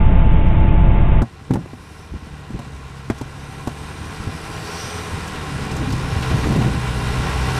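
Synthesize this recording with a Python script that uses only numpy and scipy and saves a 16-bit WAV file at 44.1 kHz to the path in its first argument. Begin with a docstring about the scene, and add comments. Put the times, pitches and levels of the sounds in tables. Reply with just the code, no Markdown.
"""In a muddy field a combine harvester labours: its rotor throbs and its diesel drones and whines,
heard through a dull, overdriven microphone. The scene changes abruptly to a bog, where a six-wheeled
swamp truck crawls. Its four-cylinder engine revs up with a hiss, then sags under load and grows louder.
Periodic firing gives the exhaust tones and forces panels to ring; blows excite the body's damped modes.
Mud splatters, eddies buffet the microphone, and a low rumble swells like gusting wind."""
import sys
import numpy as np
from scipy import signal
from scipy.fft import rfft, irfft, next_fast_len
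from scipy.io import wavfile
from scipy.ndimage import uniform_filter1d, map_coordinates

SR = 44100
rng = np.random.default_rng(int(sys.argv[2]) if len(sys.argv) > 2 else 0)


def wav_record(signal):
    """Record a signal, one row per channel, as 16-bit PCM in the file named by sys.argv[1]."""
    frames = np.transpose(np.atleast_2d(signal))
    bounded = np.clip(frames, -1, 1)
    # unit amplitude maps onto the largest positive 16-bit level
    quanta = np.round(bounded * 32767).astype(np.int16)
    wavfile.write(sys.argv[1], SR, quanta)


N = 334703
TIME_S = np.arange(N) / SR


def amp(db):
    """Amplitude ratio of a level in decibels."""
    return 10 ** (np.asarray(db) / 20)


def unit(x):
    """Normalisation to rms 1."""
    return x / np.sqrt(np.mean(x ** 2) + 1e-20)


def noise():
    """White Gaussian noise."""
    return rng.standard_normal(N)


def curves(rows):
    """Linear interpolation in time of each column after the first."""
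    times, *columns = np.transpose(rows)
    return [np.interp(TIME_S, times, column) for column in columns]


def wobble(rate):
    """Smooth random modulation with rate knots a second."""
    knots = rng.standard_normal(int(N * rate / SR) + 4)
    return map_coordinates(knots, [TIME_S * rate])


def bell(middle_s, half_s):
    """Gaussian envelope with a peak of 1."""
    return np.exp(-.5 * ((TIME_S - middle_s) / half_s) ** 2)


def swell(t, rise_s):
    """Critically damped envelope: it reaches 1 at rise_s, then decays."""
    return t / rise_s * np.exp(1 - t / rise_s)


def filtered(x, response):
    """Linear filtering: the spectrum times a frequency response."""
    size = next_fast_len(N + SR // 2)
    return irfft(rfft(x, size) * response(np.fft.rfftfreq(size, 1 / SR)), size)[:N]


def shaped(x, points):
    """Spectral envelope through (frequency_hz, level_db) points."""
    f, db = np.transpose(points)
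    return filtered(x, lambda hz: amp(np.interp(np.log(hz + 1), np.log(f), db)))


def coloured(x, points):
    """Spectral shaping at rms 1."""
    return unit(shaped(x, points))


def resonant(x, peaks):
    """Resonance: phase lag at each (centre_hz, width_hz, level_db) peak spreads a pulse into a ring."""
    def response(f):
        power = sum(amp(2 * db) * (f * width) ** 2 / ((hz * hz - f * f) ** 2 + (f * width) ** 2)
                    for hz, width, db in peaks)
        lag = 2 * sum(np.arctan2(f * width, hz * hz - f * f) for hz, width, _ in peaks)
        return np.sqrt(power) * np.exp(-1j * lag)
    return unit(filtered(x, response))


def patchy(x, depth_db):
    """Turbulence: bands a few hundred Hz wide swell and fade."""
    spectrum = signal.stft(x, nperseg=512)[2]
    field = uniform_filter1d(rng.standard_normal(spectrum.shape), size=5, axis=0)
    field = uniform_filter1d(field, size=45, axis=1)
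    return signal.istft(spectrum * amp(depth_db * unit(field)), nperseg=512)[1][:N]


def tones(cycles, orders, flutter_db, flutter_rate):
    """Order tones: sinusoids at multiples of a cycle rate, each randomly amplitude modulated."""
    return sum(np.sqrt(2) * amp(db + flutter_db * wobble(flutter_rate))
               * np.sin(2 * np.pi * (order * cycles + rng.random())) for order, db in orders)


def firings(cycles, uneven, cylinders):
    """Pulse train, one pulse a firing; unequal cylinders add subharmonics."""
    stroke = np.floor(cycles).astype(int)
    strengths = 1 + uneven * rng.standard_normal(cylinders)
    return np.diff(stroke, prepend=0) * strengths[stroke % cylinders]


# Microphone ticks: middle_s, level_db
OVERLOAD_TICKS = [(.486, -48.5), (.691, -52.5)]

def overload(half_s=0.00088):
    """Brief transients are broadband: the overdriven microphone ticks faintly."""
    envelope = sum(amp(db) * bell(middle_s, half_s) for middle_s, db in OVERLOAD_TICKS)
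    return envelope * coloured(noise(), [(2000, -4.5), (5000, -3.5), (12000, -24.5)])


# Spectrum of flung mud: frequency_hz, level_db
SPRAY_SPECTRUM = [(1500, -14.5), (3000, -3.5), (4200, -2), (5600, -1), (7500, -19), (10000, -19.5),
                  (14000, -23)]

def spray(middle_s=4.81, half_s=0.14, level_db=-41):
    """Many small impacts merge into noise: wet mud hisses off the tyres."""
    hiss = patchy(coloured(noise(), SPRAY_SPECTRUM), depth_db=4)
    return amp(level_db) * bell(middle_s, half_s) * hiss


# Clods of mud landing: start_s, level_db, centre_hz
CLODS = [(3.18, -45, 5495), (5.275, -39.5, 6000), (5.712, -39, 5450), (5.762, -37.5, 5520),
         (5.9, -37, 4550), (5.921, -35, 5020), (6.222, -29.5, 2960), (6.378, -35, 1350), (6.439, -28, 1290)]

def splats(rise_s=0.0051, skirt_db=-13):
    """Soft impacts give bursts of band noise: a short hiss or a lower squelch."""
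    out = np.zeros(N)
    for start_s, db, hz in CLODS:
        band = [(hz / 8, -40), (hz / 2, skirt_db), (hz, 0), (hz * 2, skirt_db), (hz * 8, -40)]
        out += amp(db) * swell(np.maximum(TIME_S - start_s, 0), rise_s) * coloured(noise(), band)
    return out


# Evenly spaced peaks in the engine's hiss: centre_hz, width_hz, level_db
HISS_PEAKS = [(5470, 800, 1), (7600, 680, -1), (9940, 750, -2), (12100, 750, -6)]
# Strength of the whistling hiss: time_s, level_db
WHISTLE_LEVEL = [(1.3, -71.5), (2.0, -55.5), (2.25, -76), (2.85, -67), (3.5, -55.5), (4.05, -52.5),
                 (4.4, -54), (4.8, -44.5), (5.12, -47.5), (5.25, -65), (6.7, -49.5), (7.59, -44.5)]
# The peaks rise twice: time_s, pitch_ratio
WHISTLE_PITCH = [(3.2, 1), (3.45, 1.1), (3.7, 1.21), (4.0, 1.13), (4.3, 1.02), (4.58, .99), (4.85, 1.11),
                 (5.1, 1.08), (6.9, .98)]

def whistling_hiss():
    """Comb-like spectrum, as from a ground reflection: engine hiss whose broad peaks glide together."""
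    level_db, = curves(WHISTLE_LEVEL)
    pitch_ratio, = curves(WHISTLE_PITCH)
    gliding = map_coordinates(resonant(noise(), HISS_PEAKS), [np.cumsum(pitch_ratio)], mode="wrap")
    air = coloured(gliding, [(2500, -23), (5200, -3.5), (5900, 0), (6700, -13), (7700, -5.5),
                             (8600, -1), (9500, -4.5), (11000, -6.5), (14000, -14)])
    return amp(level_db) * patchy(air, depth_db=2.5)


# Wind eddies: start_s, level_db, starting_pitch_hz
EDDIES = [(1.502, -10.5, 197), (1.531, -17, 278), (1.55, -14, 207), (1.604, -23.5, 174), (1.631, -27, 160),
          (2.115, -21.5, 68.4), (2.139, -17.5, 70), (2.223, -25, 83.5), (2.324, -27, 72),
          (2.529, -20.5, 134), (2.54, -19.5, 55), (2.66, -28, 141), (2.736, -26.5, 78), (4.196, -22.5, 60),
          (4.268, -14, 103), (5.133, -17.5, 100), (5.55, -19, 123), (5.722, -21, 181), (5.876, -21, 287),
          (5.924, -13.5, 122), (6.121, -12.5, 95), (6.16, -11, 84.6), (6.337, -10.5, 131),
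          (6.396, -21, 130), (6.438, -13, 165), (6.494, -12, 217), (6.587, -14, 141), (6.655, -14, 170),
          (6.682, -14, 148), (6.745, -12.5, 85), (7.344, -15, 74)]
# Spectrum of an eddy's puff: frequency_hz, level_db
PUFF_SPECTRUM = [(12, -20), (35, -14), (110, -2), (200, 0.5), (330, -10), (700, -30), (2000, -90)]

def buffets(rise_s=0.0087, swing_db=-3, puff_db=-13, sag_octaves_per_s=6):
    """Pressure fluctuation: each eddy on the microphone gives a few sinking swings and a low puff."""
    t = np.arange(SR // 8) / SR
    out = np.zeros(N + len(t))
    puffs = coloured(noise(), PUFF_SPECTRUM)
    for start_s, db, hz in EDDIES:
        start = round(start_s * SR)
        here = slice(start, start + len(t))
        swing = np.sin(2 * np.pi * np.cumsum(hz * 2 ** (-sag_octaves_per_s * t)) / SR)
        out[here] += amp(db) * swell(t, rise_s) * (amp(swing_db) * swing + amp(puff_db) * puffs[here])
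    return out[:N]


# Truck engine speed: time_s, firing_hz
FIRING_RATE = [(1.25, 70.3), (1.7, 72.4), (2.05, 77.4), (2.8, 67.5), (3.3, 68.3), (4.5, 80.7), (5.0, 84.4),
               (5.75, 66.7), (6.9, 61.2), (7.59, 64.8)]
# How hard the truck works: time_s, effort_db
ENGINE_EFFORT = [(1.3, -48.5), (3.24, -42.5), (4.77, -35), (5.87, -33), (6.41, -29), (6.68, -31.5),
                 (7.59, -27.5)]

def drive(cruise_hz=70):
    """Speed and load govern engine noise: firing rate, effort, and revs in octaves above cruising."""
    firing_hz, = curves(FIRING_RATE)
    effort_db, = curves(ENGINE_EFFORT)
    return firing_hz, effort_db, np.log2(firing_hz / cruise_hz)


# Low swells, like wind gusting on the microphone: middle_s, half_length_s, rumble_db, shudder_db
LOW_SWELLS = [(1.55, 0.035, -50, -25.5), (3.25, .3, -54, -48), (4.166, 0.24, -36.5, -60),
              (5.8, 0.23, -28.5, -32), (6.297, 0.27, -33, -35), (6.577, 0.11, -28.5, -23.5)]
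# Spectrum of the rumble: frequency_hz, level_db
RUMBLE_SPECTRUM = [(12, -25), (30, 1.5), (60, 0.5), (110, 3), (200, -2.5), (320, -7.5), (500, -15.5),
                   (1000, -29.5), (3000, -81.5)]
# Spectrum of the shudder: frequency_hz, level_db
SHUDDER_SPECTRUM = [(60, -20), (130, 4), (185, -3.5), (270, -1), (400, -10), (600, -17), (1000, -36),
                    (3000, -77.5)]

def rumble(roar_db=1.0, shake_db=-12.5, lug_db_per_octave=9, lumpy_db=2.5, rattle_db=7.0):
    """Incoherent noises add in power: rumble and shudder follow the truck's strain and swell in gusts."""
    _, effort_db, revs = drive()
    strain = amp(effort_db - lug_db_per_octave * revs)
    swell_power = sum((amp([[rumble_db], [shudder_db]]) * bell(middle_s, half_s)) ** 2
                      for middle_s, half_s, rumble_db, shudder_db in LOW_SWELLS)
    roar_swell, shudder_swell = np.sqrt(swell_power)
    roar = unit(amp(lumpy_db * wobble(45)) * coloured(noise(), RUMBLE_SPECTRUM))
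    swing = np.tanh(wobble(110))  # fast flutter of limited depth
    shudder = coloured(amp(rattle_db * swing) * noise(), SHUDDER_SPECTRUM)
    return (np.hypot(amp(roar_db) * strain, roar_swell) * roar
            + np.hypot(amp(shake_db) * strain, shudder_swell) * shudder)


# Modes of the truck's body: pitch_hz, level_db, t60_s
BODY_MODES = [(127, -2, 0.076), (251, -1, 0.063), (296, -6.5, 0.046), (377, -14, 0.053), (623, -14, 0.054),
              (763, -17.5, 0.096)]

def thud(t, clack_db, pitch_ratio, ring_ratio, hard_db=-17):
    """Modal decay: one push starts all modes; harder contact favours the upper ones."""
    ring = np.zeros(len(t))
    for hz, db, t60_s in BODY_MODES:
        brightness_db = (clack_db - hard_db) * max(np.log2(hz / 250), 0)
        pitch_hz = pitch_ratio * hz * (1 + rng.normal(0, .025))
        envelope = amp(db + brightness_db + rng.normal(0, 1.0) - 60 * t / (t60_s * ring_ratio))
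        ring += envelope * np.cos(2 * np.pi * pitch_hz * t)
    return ring


# Blows: start_s, level_db, relative_clack_db, relative_tick_db, pitch_ratio, clack_top_hz, ring_ratio
BLOWS = [(1.219, 0, -19.5, -32.5, 0.92, 1400, 1.38), (1.508, 0, -26, -38, 0.96, 3500, 1.06),
         (1.536, -9, -21, -19, 0.98, 2500, 1.6), (1.556, -7, -16.5, -32.5, 0.98, 1700, 1.03),
         (1.659, -16, -14, -34, 1.33, 800, 0.37), (1.733, -16.5, -21.5, -30.5, 0.99, 1100, 1.1),
         (2.138, -16, -32, -42.5, 0.77, 900, 1.4), (2.222, -24, -30, -40.5, 0.77, 700, 1),
         (2.269, -18, -28, -35.5, 0.74, 900, 0.81), (2.505, -12, -29, -35.5, 0.8, 700, .7),
         (2.557, -22, -28, -40.5, 1.6, 700, 0.79), (2.59, -16, -13.5, -20.5, 0.91, 1090, 1.35),
         (3.1, -2, -15.5, -28.5, 0.92, 3000, 0.94), (3.212, -10, -17.5, -23, .98, 1300, 0.96),
         (3.673, -5.5, -15.5, -23.5, .92, 1500, 1.03), (4.274, -10, -31, -32, 0.59, 700, 1),
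         (6.314, -3, -21, -35, 0.89, 900, 0.68), (6.458, -7.5, -18, -33.5, 1, 1400, 0.71),
         (6.471, -2, -24, -37.5, 0.95, 700, 0.46), (6.523, -3, -16, -30.5, 0.85, 800, 0.65),
         (6.562, 1.5, -26, -31.5, 0.91, 900, 0.35), (6.589, -9, -23, -33, 1.2, 800, 0.61),
         (6.614, -2, -17, -35, 0.92, 900, .5), (6.646, -7.5, -21, -37.5, 1.4, 700, 0.39),
         (6.677, -7, -19, -31, 1.22, 700, 0.45), (6.736, -13.5, -21.5, -35, 1, 700, 0.81),
         (6.764, -7, -32, -39, 0.67, 700, 1.2), (7.14, -13.5, -19, -36.5, 0.96, 700, 1)]
# Spectrum of the contact's clack: frequency_hz, level_db
CLACK_SPECTRUM = [(190, -15), (300, 10.5), (560, -11), (780, 5), (1100, 1.5), (1230, -7), (1420, -2),
                  (2100, -8), (3500, -22), (8000, -55)]
# Spectrum of the contact's tick: frequency_hz, level_db
TICK_SPECTRUM = [(1000, -14), (3000, 1), (8000, -3), (14000, -14.5)]

def knocks(thud_db=-6, clack_gain_db=2, tick_gain_db=-2,
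           clack_t60_s=0.057, tick_t60_s=0.045, attack_s=0.00095):
    """Impact excitation: the heavily damped body thuds, with a muffled clack and a faint tick."""
    t = np.arange(SR // 4) / SR
    out = np.zeros(N + len(t))
    clacks, ticks = coloured(noise(), CLACK_SPECTRUM), coloured(noise(), TICK_SPECTRUM)
    for start_s, db, clack_db, tick_db, pitch_ratio, top_hz, ring_ratio in BLOWS:
        start = round(start_s * SR)
        here = slice(start, start + len(t))
        body = amp(thud_db) * thud(t, clack_db, pitch_ratio, ring_ratio)
        muffled = signal.sosfilt(signal.butter(4, top_hz, fs=SR, output="sos"), clacks[here])
        clack = amp(clack_db + clack_gain_db - 60 * t / (clack_t60_s * ring_ratio)) * muffled
        tick = amp(tick_db + tick_gain_db - 60 * t / tick_t60_s) * ticks[here]
        out[here] += amp(db) * (body + clack + tick) * (1 - np.exp(-t / attack_s))
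    return out[:N]


# Threshing rotor and the shafts belted to it: rotor_multiple, level_db
ROTOR_ORDERS = [(1, -15), (1.5, -25.5), (3, -16), (4, -25), (5.35, -21.5), (6, -23), (7.9, -26.5),
                (9, -30.5), (11.25, -29.5), (12.3, -29.5)]
# Fan, gear and exhaust tones: pitch_hz, level_db
WHINE_TONES = [(328.4, -35.5), (538.3, -43.5), (694.4, -41.5), (872.6, -35), (1055, -49.5), (1157, -53),
               (1206, -47.5), (1330, -60.5), (1384, -51), (1615, -52), (1701, -60.5), (1787, -67.5),
               (2213, -54), (2713, -54.5)]
# Response of the harvester's casing: frequency_hz, level_db
CASING_SPECTRUM = [(160, -3.5), (280, 1), (330, -0.5), (400, -4), (450, -6.5), (680, -4), (760, -10),
                   (890, -7), (1120, -13), (1550, -16.5), (1800, -18), (2150, -15), (2700, -19.5),
                   (3650, -28.5), (4000, -43)]
# The harvester's low roar: frequency_hz, level_db
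CHURN_SPECTRUM = [(12, -20.5), (28, 1.5), (60, 0), (100, -0.5), (135, 1), (185, 0.5), (205, -9),
                  (265, -10.5), (330, -40), (500, -44), (1000, -81.5)]

def harvester(rotor_hz=14.55, firing_hz=109.1, drift=0.0011,
              drone_db=-34, straw_db=-27, churn_db=-19, beat_db=-0.5):
    """Rotating machinery at governed speed: throb, whine and diesel drone over rushing straw."""
    clock_s = np.cumsum(1 + drift * wobble(5.7)) / SR  # everything is belted to one crankshaft
    throb = tones(rotor_hz * clock_s, ROTOR_ORDERS, flutter_db=1.2, flutter_rate=5.2)
    whine = tones(clock_s, WHINE_TONES, flutter_db=-1.3, flutter_rate=8.1)
    pulses = firings(firing_hz * clock_s, uneven=0.1, cylinders=6)
    drone = amp(drone_db) * coloured(pulses, CASING_SPECTRUM)
    straw = amp(straw_db + 0.32 * wobble(17)) * coloured(noise(), CASING_SPECTRUM)
    beat = np.sin(2 * np.pi * rotor_hz * clock_s)  # the roar swells once a rotor turn
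    churn = amp(churn_db + beat_db * beat + wobble(22)) * coloured(noise(), CHURN_SPECTRUM)
    return throb + whine + drone + straw + churn


# The truck engine's air hiss: frequency_hz, level_db
HISS_SPECTRUM = [(1500, -30.5), (3800, 0.5), (5000, 3), (5750, 2), (6600, -2), (7600, -1), (8600, 0.5),
                 (9500, -3.5), (11000, -7.5), (14500, -21.5)]

def air_hiss(cycles, revs, gain_db=-12.0, db_per_octave=8, decay_db=6.5, whine_hz=6477, whine_db=-21):
    """Pulsed turbulent flow: hiss flares at each firing and grows with revs, around a faint tone."""
    bursts = noise() * amp(-decay_db * (cycles % 1))
    hiss = patchy(coloured(bursts, HISS_SPECTRUM), depth_db=1.5)
    whine = amp(whine_db) * np.sin(2 * np.pi * whine_hz * TIME_S)
    return amp(gain_db + db_per_octave * revs + wobble(30)) * (hiss + whine)


# Clatter of the engine block: frequency_hz, level_db
BLOCK_SPECTRUM = [(100, -31), (250, -7.5), (420, -3.5), (580, -8.5), (1000, -3), (1210, -8), (1500, -2.5),
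                  (2160, -10), (2500, -10.5), (3500, -10), (4500, -14.5), (7000, -21), (14000, -35.5)]
# Engine bay resonances: centre_hz, width_hz, level_db
PANEL_MODES = [(437.7, 50, 1.5), (643, 35, -3.5), (780, 40, 3.5), (911, 12.5, 2), (1009, 53, 0.5),
               (1076, 61, 3), (1364, 34.5, 0.5), (1446, 57, -0.5), (1640, 32, -1.5), (1891, 31, -2),
               (1994, 64, -2), (2280, 38, -4.5), (2433, 61, -3), (2640, 40, -8.5), (2778, 110, -5.5),
               (3067, 53, -7.5), (3735, 54, -7.5), (4090, 57, -9.5)]
# Housings that ring out at high revs: centre_hz, width_hz, level_db
HOUSING_MODES = [(434, 70, 3.5), (1350, 130, 1.5), (2465, 150, -3.5)]

def clatter(cycles, revs, block_db=-4, howl_db=-18, howl_db_per_octave=40, firing_share=.36):
    """Forced resonance: firings and random shaking ring panels and housings over the block's noise."""
    block = amp(block_db) * coloured(noise(), BLOCK_SPECTRUM)
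    shaking = np.sqrt(1 - firing_share) * noise()
    shaking += np.sqrt(firing_share) * unit(firings(cycles, uneven=0.25, cylinders=4))
    ringing = resonant(shaking, PANEL_MODES)
    panels = coloured(ringing, [(200, -6.5), (450, -0.5), (4200, -3.0), (8000, -21.5)])
    howl = amp(howl_db + howl_db_per_octave * revs) * resonant(shaking, HOUSING_MODES)
    return amp(0.8 * wobble(35)) * (block + panels + howl)


# Exhaust tones: firing_multiple, level_db
EXHAUST_ORDERS = [(1, 1.5), (1.5, -14), (2, 2), (2.5, -4), (3, -6.5), (4, -12.5), (5, -25.5), (5.5, -32),
                  (6.5, -27)]
# Response of the pipe: frequency_hz, gain_db
MUFFLER_RESPONSE = [(60, -0.5), (90, -1), (125, 1.5), (170, -3.5), (230, -6.5), (330, 6), (450, 8.5)]

def exhaust(cycles, effort_db, revs, gain_db=-9.0, growth=0.78, lug_db_per_octave=14, lope_db=0.9):
    """Source and filter: firing tones pass through the muffler and boom when the engine lugs."""
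    lope = np.cos(np.pi / 2 * cycles)  # one surge in four firings
    orders = tones(cycles, EXHAUST_ORDERS, flutter_db=3.3, flutter_rate=36)
    level_db = gain_db + growth * effort_db - lug_db_per_octave * revs + lope_db * lope
    return amp(level_db) * shaped(orders, MUFFLER_RESPONSE)


def truck_engine(jitter=.005, gear_ratio=4 / 3, gear_db=-47):
    """Phase locking: one firing cycle times exhaust, gear hum, clatter and hiss."""
    firing_hz, effort_db, revs = drive()
    cycles = np.cumsum(firing_hz * (1 + jitter * wobble(24))) / SR
    boom = exhaust(cycles, effort_db, revs)
    hum = tones(cycles, [(gear_ratio, gear_db)], flutter_db=0, flutter_rate=10)  # even at any load
    return boom + hum + amp(effort_db) * (clatter(cycles, revs) + air_hiss(cycles, revs))


def scene(change_s=1.222, crossfade_s=0.012, harvester_top_hz=4000):
    """Superposition: the clipped, band-limited harvester gives way to the truck's summed sources."""
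    fade_in = np.sin(np.pi / 2 * np.minimum(TIME_S / .004, 1)) ** 2
    truck_share = np.clip((TIME_S - change_s) / crossfade_s + .5, 0, 1)
    overdriven = np.clip(fade_in * harvester(), -.97, .97)
    field = filtered(overdriven, lambda hz: hz < harvester_top_hz) + overload()
    truck = truck_engine() + whistling_hiss() + spray() + splats() + rumble() + buffets()
    return ((1 - truck_share) * field + truck_share * truck + knocks())[None]


def record(dry, top_hz=14650):
    """Saturation and band limiting: the highest swings clip, and nothing passes above top_hz."""
    return filtered(np.clip(dry[0], -1, 1), lambda hz: hz < top_hz)[None]


dry = scene()
out = record(dry)
wav_record(out)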